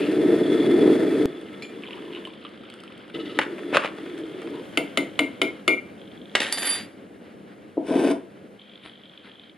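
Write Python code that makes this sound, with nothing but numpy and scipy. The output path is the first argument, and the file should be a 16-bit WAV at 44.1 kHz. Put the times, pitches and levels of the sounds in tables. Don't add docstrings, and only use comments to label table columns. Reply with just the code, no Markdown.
import sys
import numpy as np
from scipy import signal
from scipy.fft import rfft, irfft, next_fast_len
from scipy.io import wavfile
from scipy.ndimage import uniform_filter1d

SR = 44100
rng = np.random.default_rng(int(sys.argv[2]) if len(sys.argv) > 2 else 0)


def output_pcm(signal):
    pcm = np.clip(np.atleast_2d(signal).T, -1, 1) * 32767
    wavfile.write(sys.argv[1], SR, np.round(pcm).astype(np.int16))


N = 422037

# frequency in Hz, level in dB.
HUM_TONE = [(15, -60.5), (25, -24.5), (165, -11.5), (195, -2.5), (271, -7), (315, -2.5), (366, -11.5),
            (395, -5.5), (425, -11), (525, -9), (900, -30.5), (1170, -53.5), (1980, -120)]
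AIR_TONE = [(410, -25), (700, -5.5), (910, -12), (1180, -9.5), (1640, -7), (1840, -9.5), (2130, -8),
            (2660, -13), (2840, -10), (5120, -25.5), (7000, -51), (16000, -90.5)]
HIGH_AIR_TONE = [(3000, -30), (5500, -1), (8000, -1.5), (10100, 0), (12000, -8.5), (14200, -12),
                 (16000, -28)]
RUMBLE_TONE = [(24, -78), (40, -66.5), (59, -45), (152, -15), (243, -11.5), (274, -1.5), (350, 1.5),
               (384, -4), (452, -2.5), (524, -20), (633, -15), (714, -26.5), (1000, -36.5), (1300, -61.5),
               (2200, -120)]
SEETHE_TONE = [(350, -18), (600, -2), (717, -18), (1040, -19), (1310, -12.5), (1570, -13.5), (1800, -11.5),
               (3080, -21.5), (3480, -17.5), (3680, -22), (5100, -28.5), (5790, -32.5), (7900, -33.5),
               (9240, -27.5), (10600, -37.5), (13600, -43), (15100, -53), (16000, -76.5)]
GURGLE_TONE = [(410, -47), (700, -18), (807, -17), (942, -2), (1300, -7), (1570, -6), (3060, 11), (3480, 7),
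               (5740, -23), (8810, -47.5), (12000, -41.5), (15600, -73.5), (22000, -120)]
SPRAY_TONE = [(3000, -28), (5000, 3), (6500, -12), (9000, -5), (11000, -15), (14500, -22), (16000, -50)]
DRIP_TONE = [(2000, -29), (4500, 16), (6500, -2), (9000, 13), (11500, -12), (14500, -9), (16000, -40)]
KETTLE_THUD_TONE = [(59, -60), (100, -20.5), (244, -3.5), (322, -5.5), (608, 2), (736, -2.5), (900, -5.5),
                    (1300, -14), (3000, -47), (16000, -99)]
KETTLE_CLACK_TONE = [(100, -54), (600, -16), (950, -8), (1400, 0.5), (1800, -4), (2080, -4), (2750, -4.5),
                     (3500, -11.5), (4500, -22), (6020, -30), (10000, -31.5), (16000, -66)]
KETTLE_TICK_TONE = [(2000, -25), (4500, -1), (7000, -2), (9500, 1), (12000, -18), (16000, -45)]
TAP_TONE = [(59, -66), (100, -42), (271, -12.5), (570, -16), (648, -9), (784, -26.5), (1420, -11),
            (1720, -30), (2130, -3.5), (2580, -12.5), (2930, -8), (3700, -17), (4770, -28), (5080, -31),
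            (7500, -32), (10200, -27.5), (12000, -50), (13300, -41), (16000, -68)]
BOUNCE_TONE = [(1000, -18), (3000, 2), (6000, -27), (8500, -3), (10800, 3), (12000, -25), (13300, -10),
               (16000, -38)]
DESK_TONE = [(35, -86), (60, -40), (123, -28), (229, -9.5), (285, 0), (373, -3.5), (508, -8), (570, -18.5),
             (649, -6.5), (787, -26), (967, -21.5), (1100, -43), (1300, -39), (1690, -77), (2860, -120)]
DROP_TONE = [(59, -57.5), (100, -20.5), (129, -20), (147, -23.5), (260, -4.5), (398, -8), (648, -5),
             (1030, -11), (1910, -2.5), (2520, -6), (3470, -4.5), (5190, -20), (8830, -21.5), (11500, -44),
             (13000, -40), (16000, -85)]
SPOON_TICK_TONE = [(2500, -28), (4000, 7), (10500, -1), (12500, -20), (15000, -33.5)]
GRIT_TONE = [(530, -17), (900, -4), (979, 2.5), (1190, -9.5), (1550, -3), (1720, -6), (3430, -10.5),
             (4310, -19.5), (5750, -13.5), (6640, -24), (9530, -13), (14700, -47), (16000, -63)]
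LOW_BRUSH_TONE = [(400, -4), (900, -9), (1800, -3), (4000, -10), (6000, -34), (9000, -56)]
HIGH_BRUSH_TONE = [(5000, -34), (8500, -2), (10500, 2), (11500, -25), (13000, -47)]

# pitch in Hz, width in Hz, level in dB.
SHELL_PEAKS = [(1297, 41, -1.5), (1800, 55, -4), (2094, 49, 0), (3422, 63, 9.5), (4480, 92, -7),
               (5000, 53, -1)]
HOLLOW_PEAKS = [(1290, 12, 10), (2030, 54, 2.5), (2960, 190, 3.5), (3400, 150, 0.5), (3700, 80, -5)]
GEAR_PEAKS = [(2380, 400, 18.5), (3140, 300, 21), (3740, 450, -3)]

# pitch in Hz, level in dB, fade in seconds.
CLINK_MODES = [(2396, 0.5, 0.16), (2500, -7, 0.098), (3420, -14, .07), (4160, -1.5, 0.041),
               (4640, -12, 0.06), (5570, -19, 0.091), (7160, -15, 0.16), (7300, -23, .1),
               (10500, -29, 0.17)]
MUG_MODES = [(637, -25, 0.21), (1500, -12.5, 0.1), (2260, -26, 0.15), (2550, -27, .2), (2986, -5.5, 0.094),
             (3520, -10, 0.078), (3800, -34, .07), (4630, -8, 0.037), (5300, -26, 0.029),
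             (6840, -13, 0.049), (8620, -23, 0.1), (9840, -21, 0.089), (9800, -29, 0.09),
             (11200, -34, 0.07), (13000, -28, 0.1), (13320, -31, 0.13)]
SPOON_MODES = [(hz, db, t60) for hz, (db, t60) in zip( [1933, 3566, 4718, 6963, 8555, 9555, 10076, 10980, 11241, 12669, 13320],
               [(-13.0, 0.2), (-10, 0.22), (-1.0, 0.27), (-16.5, 0.19), (-19, 0.55), (-21.0, 0.11),
               (-0.5, 0.094), (-27.5, .3), (-16.5, 0.23), (-25.5, 0.24), (-34, 0.19)])]
DESK_MODES = [(242, -14.5, .1), (302, -3.5, .13), (339, -3, .12), (456, -9, .094), (639, -8.5, .11)]

# time of full strength in seconds, hold in seconds, level in dB.
FIZZ = [(0, .039, -38.5)]
SLOPS = [(3.146, 0.011, -37.5), (3.2, 0.018, -42), (3.256, 0.016, -40.5), (3.298, 0.021, -41.5),
         (3.35, 0.026, -43.5)]
HOLLOW_NOTE = [(4.545, 0.053, -46)]
MOTOR_RUNS = [(2.25, 0.78, -60.5), (4.0, 1.58, -55.5), (5.98, 0.33, -55.5), (8.594, 0.91, -53)]
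BASE_CHATTER = [(3.417, 0.013, -33), (3.748, 0.013, -20.5), (3.815, 0.021, -38), (3.85, .003, -29.5)]
SPOON_RATTLE = [(6.435, 0.027, -31), (6.53, 0.15, -41), (6.65, 0.14, -36.5)]
SPOON_RUB = [(6.68, 0.04, -49.5)]
MUG_PUSH = [(7.79, .004, -29), (7.908, 0.19, -21.5)]
MUG_GRATE = [(7.885, 0.086, -44.5), (8.0, 0.12, -39)]

# start in seconds, level in dB.
CLINKS = [(1.6235, -33.5), (1.6296, -34)]
KETTLE_TICKS = [(4.033, -41), (4.093, -43), (4.179, -34), (4.188, -36), (4.418, -36)]
GRAZES = [(4.418, -22), (4.427, -30), (4.535, -31), (4.553, -25), (4.572, -26), (4.59, -33)]
CATCHES = [(7.770, -3), (7.777, 3.5), (7.824, -5.5), (7.884, -5), (7.894, -2), (7.907, 3.5), (7.933, 2),
           (7.957, 6.5), (8.01, -1), (8.036, 6), (8.058, 0), (8.108, -7)]

# start in seconds, then hum, hiss and high hiss in dB.
ROOM_LEVELS = [(0, -46.5, -53, -68.5), (2.29, -47.5, -54.5, -78), (3.141, -46.5, -52, -70),
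               (4.62, -47, -59, -74), (8.579, -52.5, -59, -76.5)]
# time in seconds, rumble in dB.
BOIL_STAGES = [
    [(0.0, -21.5), (.3, -16.5), (0.63, -17), (.95, -16.5), (1.259, -19)],
    [(1.259, -29), (1.34, -37), (2.138, -40), (2.2, -39.5), (2.45, -50), (3.141, -55.5)],
    [(3.141, -29), (3.32, -36), (3.72, -32.5), (3.88, -39), (3.95, -36), (4.62, -35.5)],
]
# seething at full boil in dB, wall ringing at start, middle and end in dB.
SEETHE_LEVELS = [(-38, -6, 3.2, -4.5), (-57, 8, 6.7, -2), (-50, -6, 3, -10)]
# time in seconds, gurgle in dB.
FLOW = [
    [(1.262, -61), (1.4, -56), (1.9, -47.5), (2.138, -47), (2.414, -53), (3.141, -60)],
    [(3.141, -51), (3.33, -57), (3.72, -52), (4.1, -58), (4.62, -46)],
]
# time in seconds, pitch in Hz.
MUG_AIR = [(1.5, 890), (2.3, 1060), (2.5, 1250), (3.14, 1380)]
# start in seconds, note in dB, tick in dB, starting pitch in Hz.
SPLASHES = [(1.4136, -40, -37, 1710), (1.485, -40, -54, 2040), (1.6221, -34, -52, 2460),
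            (1.8227, -42, -46, 2870), (1.856, -39, -54, 2000), (1.885, -36, -52, 900),
            (1.908, -32, -48, 2700), (1.929, -34, -46, 2500), (1.965, -37, -54, 930), (1.98, -40, -54, 930),
            (2.0204, -44.5, -46, 2900), (2.0523, -42, -49, 2900), (2.08, -38, -54, 980),
            (2.127, -38, -52, 3140), (2.134, -34, -52, 2830), (2.1494, -30.5, -48, 2900),
            (2.16, -36, -52, 2820), (2.17, -38, -54, 1010), (2.174, -38, -52, 2920),
            (2.2518, -30, -36, 2970), (2.2726, -31.5, -37, 1040), (2.338, -45, -42, 3080),
            (2.413, -48, -46, 3080), (2.44, -52, -44, 3100), (2.45, -30.5, -47, 1220),
            (2.4913, -52, -42, 3000), (2.576, -48, -50, 3000), (2.61, -47, -54.5, 3080),
            (2.636, -39, -50, 1290), (2.701, -39.5, -32, 3100), (2.7392, -37, -32, 1430),
            (2.789, -44, -48, 2100), (2.803, -50, -33, 2970), (2.8366, -34.5, -33.5, 1300),
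            (2.8778, -37.5, -50, 3050), (2.902, -40, -52, 1250), (2.925, -54, -44, 3000),
            (2.978, -44.5, -38, 3000), (3.015, -44, -50, 3000), (3.08, -48, -44, 3200),
            (3.099, -36, -42, 1430)]
# start in seconds, thud in dB, clack in dB, fade in seconds.
KNOCKS = [(3.375, -32, -25, .02), (3.389, 8, 8, 0.029), (3.414, -20, -4.5, 0.05), (3.582, -22, -22, 0.068),
          (3.592, -28, -20, .03), (3.634, -30, -23, 0.0198), (3.727, -6, -22, 0.04), (3.733, -10, -15, .03),
          (3.742, -2, -9, 0.018), (3.747, 0, -3, 0.022), (3.757, 6, 1, 0.013), (3.77, 6, 10, 0.025),
          (3.847, -2, -10, 0.043), (3.858, -12, -9, 0.023), (3.985, -18, -17.5, 0.02),
          (4.061, -26, -21.5, 0.043), (4.098, -28, -22.5, 0.049), (4.179, -32, -24, 0.042),
          (4.419, -23.5, -23.5, 0.068), (4.4735, -26, -21, 0.03), (4.655, -28, -26, .03)]
TAPS = [(4.774, 5.6, -30.5, -50, 2114, 0.29, .11, 9.3, -3),
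        (4.974, 5.6, -22.5, -35, 2094, 0.26, 0.087, 9.4, -5),
        (5.192, 5.5, -25.5, -31, 2130, 0.4, 0.089, 23, -4),
        (5.417, 4.4, -19.5, -23.5, 2156, 0.3, 0.094, 14, -4),
        (5.679, 6.1, -17, -17.5, 2154, 0.45, 0.12, 3.1, -12)]
# start in seconds, then thud, low ring, high ring and tick in dB.
DROPS = [(6.352, 6, -43, -45, -34), (6.403, -3.5, -37, -37.5, -18.5), (6.4179, -6, -35, -42.5, -31),
         (6.429, -9, -39.5, -45, -33.5), (6.525, -11.5, -24.5, -21.5, -7), (6.5744, -12.5, -39.5, -28, -31),
         (6.583, -11, -32, -21, -21.5), (6.6212, -14.5, -28, -27.5, -30.5), (6.63, -13.5, -29.5, -25, -25),
         (6.6722, -13, -28.5, -29, -18), (6.71, -20, -34, -28, -30), (6.75, -27.5, -32, -42, -38.5)]
# time of full strength in seconds, hold in seconds, low and high part in dB.
BRUSHES = [(8.852, 0.013, -46.5, -63), (9.247, 0.037, -51, -77)]

PAN_DB = dict(splash=-0.7, water=1.5, kettle=1.5, mug=3, spoon=0.5, drag=1.5)
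ROOM_SEND_DB = dict(splash=1, water=-6.5, kettle=-4, mug=-1.5, spoon=0, drag=1)
# frequency in Hz, left minus right in dB, how far the left wave leads in radians.
FLAT = [(400, 0, 0), (9000, 0, 0)]
SHADE = dict(splash=FLAT, water=FLAT, drag=FLAT, kettle=[(500, 1, -0.22), (1120, -4, -.6),
         (1400, -1.5, 0.39), (2200, -0.5, -0.23), (9000, -.5, -0.1)], mug=[(500, -1, -.05),
         (1300, -11, 0.36), (2150, 0, -1.1), (2420, -2, -.25), (4700, 0, -0.061), (10000, -2, -0.2)],
         spoon=[(500, 1.5, .05), (2400, -0.72, -0.09), (4700, -1.5, .05), (10000, -2, .1)])
# frequency in Hz, level in dB of side (opposite in the ears) against mid (shared).
WIDTH = [(100, -15.5), (350, -18), (600, -12), (900, -2.5), (1600, -10), (2300, -16), (2800, -30.5),
         (3300, -59.5), (4300, -26), (4900, -19), (8000, -28), (15000, -9.5)]
# frequency in Hz, left minus right in dB.
MIC_TILT = [(500, 0.5), (1200, 0.5), (2300, 1.9), (4000, -1.5), (6000, 1), (8000, -1.5), (10500, -4.5),
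            (14000, 1.5)]
# frequency in Hz, how far the left leads in radians.
MIC_LEAD = [(400, .02), (900, .1), (2000, 0.17), (3000, 0.045), (4300, 0.054), (5500, 1.76), (8000, 1.59),
            (10500, 1.1), (14000, 1.3)]


def amp(db):
    return 10 ** (np.asarray(db) / 20)


def unit(x):
    return x / np.sqrt(np.mean(x ** 2) + 1e-20)


def in_time(*tables):
    t = np.arange(N) / SR
    out = np.full((len(tables[0][0]) - 1, N), -120.)
    for rows in tables:
        s, *columns = np.transpose(rows)
        inside = (t >= s[0]) & (t <= s[-1])
        out[:, inside] = [np.interp(t[inside], s, c) for c in columns]
    return uniform_filter1d(out, int(.005 * SR), axis=1)


def at_hz(points, hz):
    p = np.array(points)
    return np.interp(np.log(hz), np.log(p[:, 0]), p[:, 1])


def colour(x, tone):
    size = 4096
    cepstrum = irfft(np.log(amp(at_hz(tone, np.linspace(1, SR / 2, size // 2 + 1)))))
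    cepstrum[1:size // 2] *= 2
    cepstrum[size // 2 + 1:] = 0
    response = irfft(np.exp(rfft(cepstrum)))
    response /= np.linalg.norm(response)
    return signal.oaconvolve(x, response.reshape((1,) * (x.ndim - 1) + (-1,)), axes=-1)[..., :N]


def drift(rate):
    r = np.exp(-80 * np.pi * rate / SR)
    slow = signal.lfilter([1], [1, -2 * r, r * r], rng.standard_normal(N // 40 + 2002))[2000:]
    return np.interp(np.arange(N) / 40, np.arange(len(slow)), unit(slow))


def hiss():
    return rng.standard_normal((2, N))


def grains(per_s, spread_db):
    at, size, sign = rng.random((3, int(per_s * N / SR)))
    out = np.zeros(N)
    out[(at * N).astype(int)] = amp(spread_db * np.minimum(-np.log(1 - size), 4)) * np.sign(sign - .5)
    return unit(out)


def resonate(x, peaks):
    out = 0
    for hz, width, db in peaks:
        r = np.exp(-np.pi * width / SR)
        feedback = [1, -2 * r * np.cos(2 * np.pi * hz / SR), r * r]
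        out = out + amp(db) * signal.lfilter([(1 - r * r) / 2, 0, (r * r - 1) / 2], feedback, x)
    return out


def lowpass(x, hz, order):
    return signal.sosfilt(signal.butter(order, hz, fs=SR, output="sos"), x)


def add(out, s, sound):
    i = round(s * SR)
    out[i:i + len(sound)] += sound[:N - i]


def swells(rows, rise_s, fall_s):
    out = np.zeros(N)
    for s, hold, db in rows:
        start = max(s - rise_s, 0)
        t = start + np.arange(int((s - start + hold + fall_s) * SR)) / SR
        faded = np.maximum(s - t, 0) / rise_s + np.maximum(t - s - hold, 0) / fall_s
        add(out, start, amp(db - 60 * faded))
    return out


def ring(modes, spread_db):
    t = np.arange(SR // 3) / SR
    return sum(amp(db + spread_db * rng.standard_normal() - 60 * t / fade) * np.sin(2 * np.pi * hz * t)
               for hz, db, fade in modes)


def cracks(rows, tone, tail_db):
    out, t = np.zeros(N), np.arange(SR // 4) / SR
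    for s, db, fade in rows:
        burst = amp(tail_db - 60 * t / fade) * rng.standard_normal(len(t))
        burst[0] += 1
        add(out, s, amp(db) * burst)
    return colour(out, tone)


def room_tone():
    t = np.arange(N) / SR
    start, hum_db, air_db, high_db = np.transpose(ROOM_LEVELS)
    step = np.searchsorted(start[1:], t)
    settle = (step == len(start) - 2) * np.exp(-np.abs(t - start[-2]) / 1.45)
    hum = colour(hiss(), HUM_TONE) * amp(hum_db[step] + 6.5 * settle + 1.5 * drift(23.4))
    air = colour(hiss(), AIR_TONE) * amp(air_db[step] + 1.5 * drift(11))
    air += colour(hiss(), HIGH_AIR_TONE) * amp(high_db[step])
    return hum + air * amp(11 * settle)


def boil():
    stages = []
    for rows, (full_db, *wall_db) in zip(BOIL_STAGES, SEETHE_LEVELS):
        s, db = np.transpose(rows)
        seething = full_db + .3 * (db - db[1:].max())
        ringing = np.interp(s, np.linspace(s[0], s[-1], len(wall_db)), wall_db)
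        stages.append(np.column_stack([s, db, seething, ringing]))
    rumble_db, seethe_db, shell_db = in_time(*stages)
    thumps = np.array([grains(1500, 3), grains(1400, 5.1)])
    rumble = colour(thumps, RUMBLE_TONE) * amp(rumble_db + 1.57 * drift(4.6))
    fine = colour(hiss() + .45 * thumps, SEETHE_TONE)
    shell = sum(amp(shell_db + 2.3 * drift(13)) * resonate(fine, [peak]) for peak in SHELL_PEAKS)
    return rumble + (fine + shell) * amp(seethe_db + 1.57 * drift(31))


def fizz_and_slosh():
    froth = rng.standard_normal(N) + .99 * grains(1000, 3)
    froth = lowpass(froth, hz=4400, order=4)
    fizz = unit(resonate(froth, [(2660, 403, 0)])) * swells(FIZZ, rise_s=1, fall_s=.54)
    slops = unit(resonate(froth, HOLLOW_PEAKS)) * swells(SLOPS, rise_s=.034, fall_s=.066)
    note = unit(resonate(froth, [(954, 30, 0)])) * swells(HOLLOW_NOTE, rise_s=.067, fall_s=.067)
    return fizz + slops + note


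def pour():
    start_s, end_s, clump_count = 1.262, 3.36, 140
    notes, t = np.zeros((2, N)), np.arange(SR // 25) / SR
    clumps = start_s + 3.3 * rng.random(clump_count)
    for clump, when, pitch, size, rise, side in rng.random((1500, 6)):
        s = clumps[int(clump * clump_count)] - .025 * np.log(1 - when)
        hz = 760 * 2 ** (2.45 * pitch)
        if pitch < .22 and s < MUG_AIR[-1][0]:
            hz = np.interp(s, *np.transpose(MUG_AIR)) * (.95 + .3 * pitch)
        note = np.sin(2 * np.pi * hz * t * (1 + 3 * rise * t)) * amp(-60 * t * hz / 23 - 24 * size)
        add(notes[int(side < .5)], s, note * amp(-2 * (s > end_s)))
    stream = .42 * unit(colour(notes, GURGLE_TONE)) + .36 * colour(hiss(), GURGLE_TONE)
    stream[0] += amp(-27) * colour(grains(120, 6.6), SPRAY_TONE)
    flow_db, = in_time(*FLOW)
    return amp(flow_db + 1.2 * drift(15)) * stream


def splashes():
    out, t = np.zeros(N), np.arange(SR // 20) / SR
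    for (s, db, _, hz), rise in zip(SPLASHES, rng.random(len(SPLASHES))):
        add(out, s, amp(db - 60 * t / .019) * np.sin(2 * np.pi * hz * t * (1 + 7.7 * rise * t)))
    out += cracks([(s, db + 2, .025) for s, db, *_ in SPLASHES], GURGLE_TONE, tail_db=-8.5)
    out += cracks([(s, db, .015) for s, _, db, _ in SPLASHES], DRIP_TONE, tail_db=-16)
    for s, db in CLINKS:
        add(out, s, amp(db) * ring(CLINK_MODES, 1.5))
    return out


def lens_motor():
    step_s, chirp_hz, peak_s = .02, 2700, .0018
    steps, t = np.zeros(N), np.arange(SR // 100) / SR
    at = (np.arange(.0151, N / SR, step_s) * SR).astype(int)
    steps[at] = amp(-14 * rng.random(len(at)))
    chirp = np.sin(2 * np.pi * chirp_hz * t * (1 + 66 * t)) * np.exp(-((t - peak_s) / peak_s * 2) ** 2)
    ticks = np.convolve(steps, amp(-60 * t / .028))[:N] * rng.standard_normal(N)
    gears = resonate(unit(ticks) + .97 * rng.standard_normal(N), GEAR_PEAKS)
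    whirr = unit(resonate(gears, [(3300, 910, 0)])) + amp(-6) * unit(np.convolve(steps, chirp)[:N])
    return swells(MOTOR_RUNS, rise_s=.06, fall_s=.17) * unit(lowpass(whirr, hz=4500, order=6))


def kettle_knocks():
    chatter = grains(1500, 2.5) * swells(BASE_CHATTER, rise_s=.065, fall_s=.14)
    thuds = cracks([(s, db - 3.5, fade) for s, db, _, fade in KNOCKS], KETTLE_THUD_TONE, tail_db=-16)
    ticks = cracks([(s, db, .012) for s, db in KETTLE_TICKS], KETTLE_TICK_TONE, tail_db=-15)
    clacks = cracks([(s, db, fade) for s, _, db, fade in KNOCKS], KETTLE_CLACK_TONE, tail_db=-18)
    return thuds + ticks + clacks + colour(chatter, KETTLE_CLACK_TONE)


def mug_taps():
    out = cracks([(s, db, .025) for s, db, *_ in TAPS], TAP_TONE, tail_db=-17)
    out += cracks([(s + .014, db - 30.5, .03) for s, db, *_ in TAPS], BOUNCE_TONE, tail_db=-14)
    out += cracks([(s + .002, db - 15, .25) for s, db, *_ in TAPS], DESK_TONE, tail_db=-11.5)
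    for s, db, *_ in TAPS + GRAZES:
        add(out, s, amp(db - 27.5) * ring(MUG_MODES, 1.5))
    return out


def rim_ring():
    high_hz, high_beat_hz = 2348, 5.7
    out, t = np.zeros(N), np.arange(SR // 3) / SR
    for s, _, low_db, high_db, low_hz, fade, drop_s, beat_hz, twin_db in TAPS:
        low = ring([(low_hz, low_db, fade), (low_hz + beat_hz, low_db + twin_db, fade)], 0)
        high = ring([(high_hz, high_db, fade), (high_hz + high_beat_hz, high_db - 12, fade)], 0)
        high *= 1 - np.exp(-t / .022)
        drop = amp(-11.5 * np.clip((t - drop_s) / .005, 0, 1))
        add(out, s, (low + high) * drop)
    return out * amp(3 * drift(26))


def spoon_drop():
    build_s, rest_s, rub_fade_s = .0027, 6.835, .16
    out = cracks([(s, db, .04) for s, db, *_ in DROPS], DROP_TONE, tail_db=-14.5)
    out += cracks([(s, db, .012) for s, *_, db in DROPS], SPOON_TICK_TONE, tail_db=-6.5)
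    t = np.arange(SR // 3) / SR
    soft_start = np.clip(t / build_s, 0, 1)
    for s, _, low_db, high_db, _ in DROPS:
        touches = sum(np.clip((t + s - later) / build_s, 0, 1) for later, *_ in DROPS if later > s)
        at_rest = np.clip((t + s - rest_s) / .02, 0, 1)
        bowl = amp(low_db - 11 * at_rest) * ring(SPOON_MODES[:3], 1.2)
        high = amp(high_db) * ring(SPOON_MODES[3:], 1.3)
        add(out, s, amp(-2.5 * touches) * soft_start * (bowl + high))
    contacts = grains(1200, 1.7)
    rub_modes = [(hz, db + 1.5 * np.log2(hz / SPOON_MODES[-1][0]), min(fade, rub_fade_s))
                 for hz, db, fade in SPOON_MODES]
    rubbing = contacts * swells(SPOON_RUB, rise_s=.44, fall_s=.17)
    steel = signal.fftconvolve(rubbing, soft_start * ring(rub_modes, 0))[:N]
    rattle = colour(contacts * swells(SPOON_RATTLE, rise_s=.25, fall_s=.22), DROP_TONE)
    return out + steel + rattle


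def mug_drag():
    slips = grains(1500, 2.1)
    scrape = slips + .26 * rng.standard_normal(N)
    grit = colour(scrape * swells(MUG_GRATE, rise_s=.16, fall_s=.061), GRIT_TONE)
    grit += resonate(grit, [(hz, 120, 1.5) for hz, *_ in MUG_MODES[1:8]])
    boom = colour(slips * swells(MUG_PUSH, rise_s=.076, fall_s=.22), DESK_TONE)
    soft_start = np.clip(np.arange(SR // 3) / SR / .007, 0, 1) ** 2
    for s, db in CATCHES:
        add(boom, s, amp(db - 26.5) * soft_start * ring(DESK_MODES, 2))
    return boom + grit + cracks([(s, db, .03) for s, db in CATCHES], DESK_TONE, tail_db=-21.5)


def brushes():
    rise_s, fall_s = .11, .2
    low = colour(hiss() + .69 * grains(300, 2.8), LOW_BRUSH_TONE)
    low *= swells([(s, hold, db) for s, hold, db, _ in BRUSHES], rise_s, fall_s)
    high = colour(hiss(), HIGH_BRUSH_TONE)
    high *= swells([(s, hold, db) for s, hold, _, db in BRUSHES], rise_s, fall_s)
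    return low + high


def echoes(x):
    low_fade_s, high_fade_s = .34, .27
    t = np.arange(SR // 2) / SR
    noise = rng.standard_normal((2, len(t))) * [[1], [1.5]]
    low = lowpass(noise, hz=3000, order=2)
    tail = low * amp(-60 * t / low_fade_s) + (noise - low) * amp(-60 * t / high_fade_s)
    tail *= np.clip(t / .0034, 0, 1)
    return amp(-7) * signal.oaconvolve(x[None], tail / np.linalg.norm(tail[0]), axes=1)[:, :N]


def left_right(x, tilt, lead, left_db=0):
    size = next_fast_len(N)
    hz, halves = np.linspace(1, SR / 2, size // 2 + 1), [[.5], [-.5]]
    gains = amp((left_db + at_hz(tilt, hz)) * halves) * np.exp(1j * at_hz(lead, hz) * halves)
    return irfft(rfft(x, size) * gains, size)[:, :N]


def pan(x, name):
    shade = np.array(SHADE[name])
    return left_right(x, tilt=shade[:, :2], lead=shade[:, ::2], left_db=PAN_DB[name])


def widen(pair):
    size = next_fast_len(N)
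    width = amp(at_hz(WIDTH, np.linspace(1, SR / 2, size // 2 + 1)))
    side = irfft(rfft(pair[1], size) * width, size)[:N]
    return np.array([pair[0] + side, pair[0] - side])


def scene():
    near = dict(splash=splashes(), water=fizz_and_slosh(), kettle=kettle_knocks(),
                mug=mug_taps(), spoon=spoon_drop(), drag=mug_drag())
    rim = rim_ring()
    direct = sum(pan(x, name) for name, x in near.items()) + pan(rim, "mug")
    to_walls = amp(-8) * rim + sum(amp(ROOM_SEND_DB[name]) * x for name, x in near.items())
    spread = echoes(to_walls) + boil() + pour() + brushes()
    spread += room_tone() * amp([[0], [7]])
    return direct + widen(spread) + lens_motor()


def record(dry):
    low_hz, top_hz, click_s = 84, 16300, 1.257
    mic = np.tanh(left_right(dry, MIC_TILT, MIC_LEAD))
    mic = signal.sosfilt(signal.butter(3, low_hz, "high", fs=SR, output="sos"), mic)
    click = np.zeros(N)
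    add(click, click_s, amp(-13.5) * np.exp(-np.arange(SR // 20) / SR / .00088))
    return signal.sosfilt(signal.cheby2(12, 70, top_hz, fs=SR, output="sos"), mic + click)


dry = scene()
out = record(dry)
output_pcm(out)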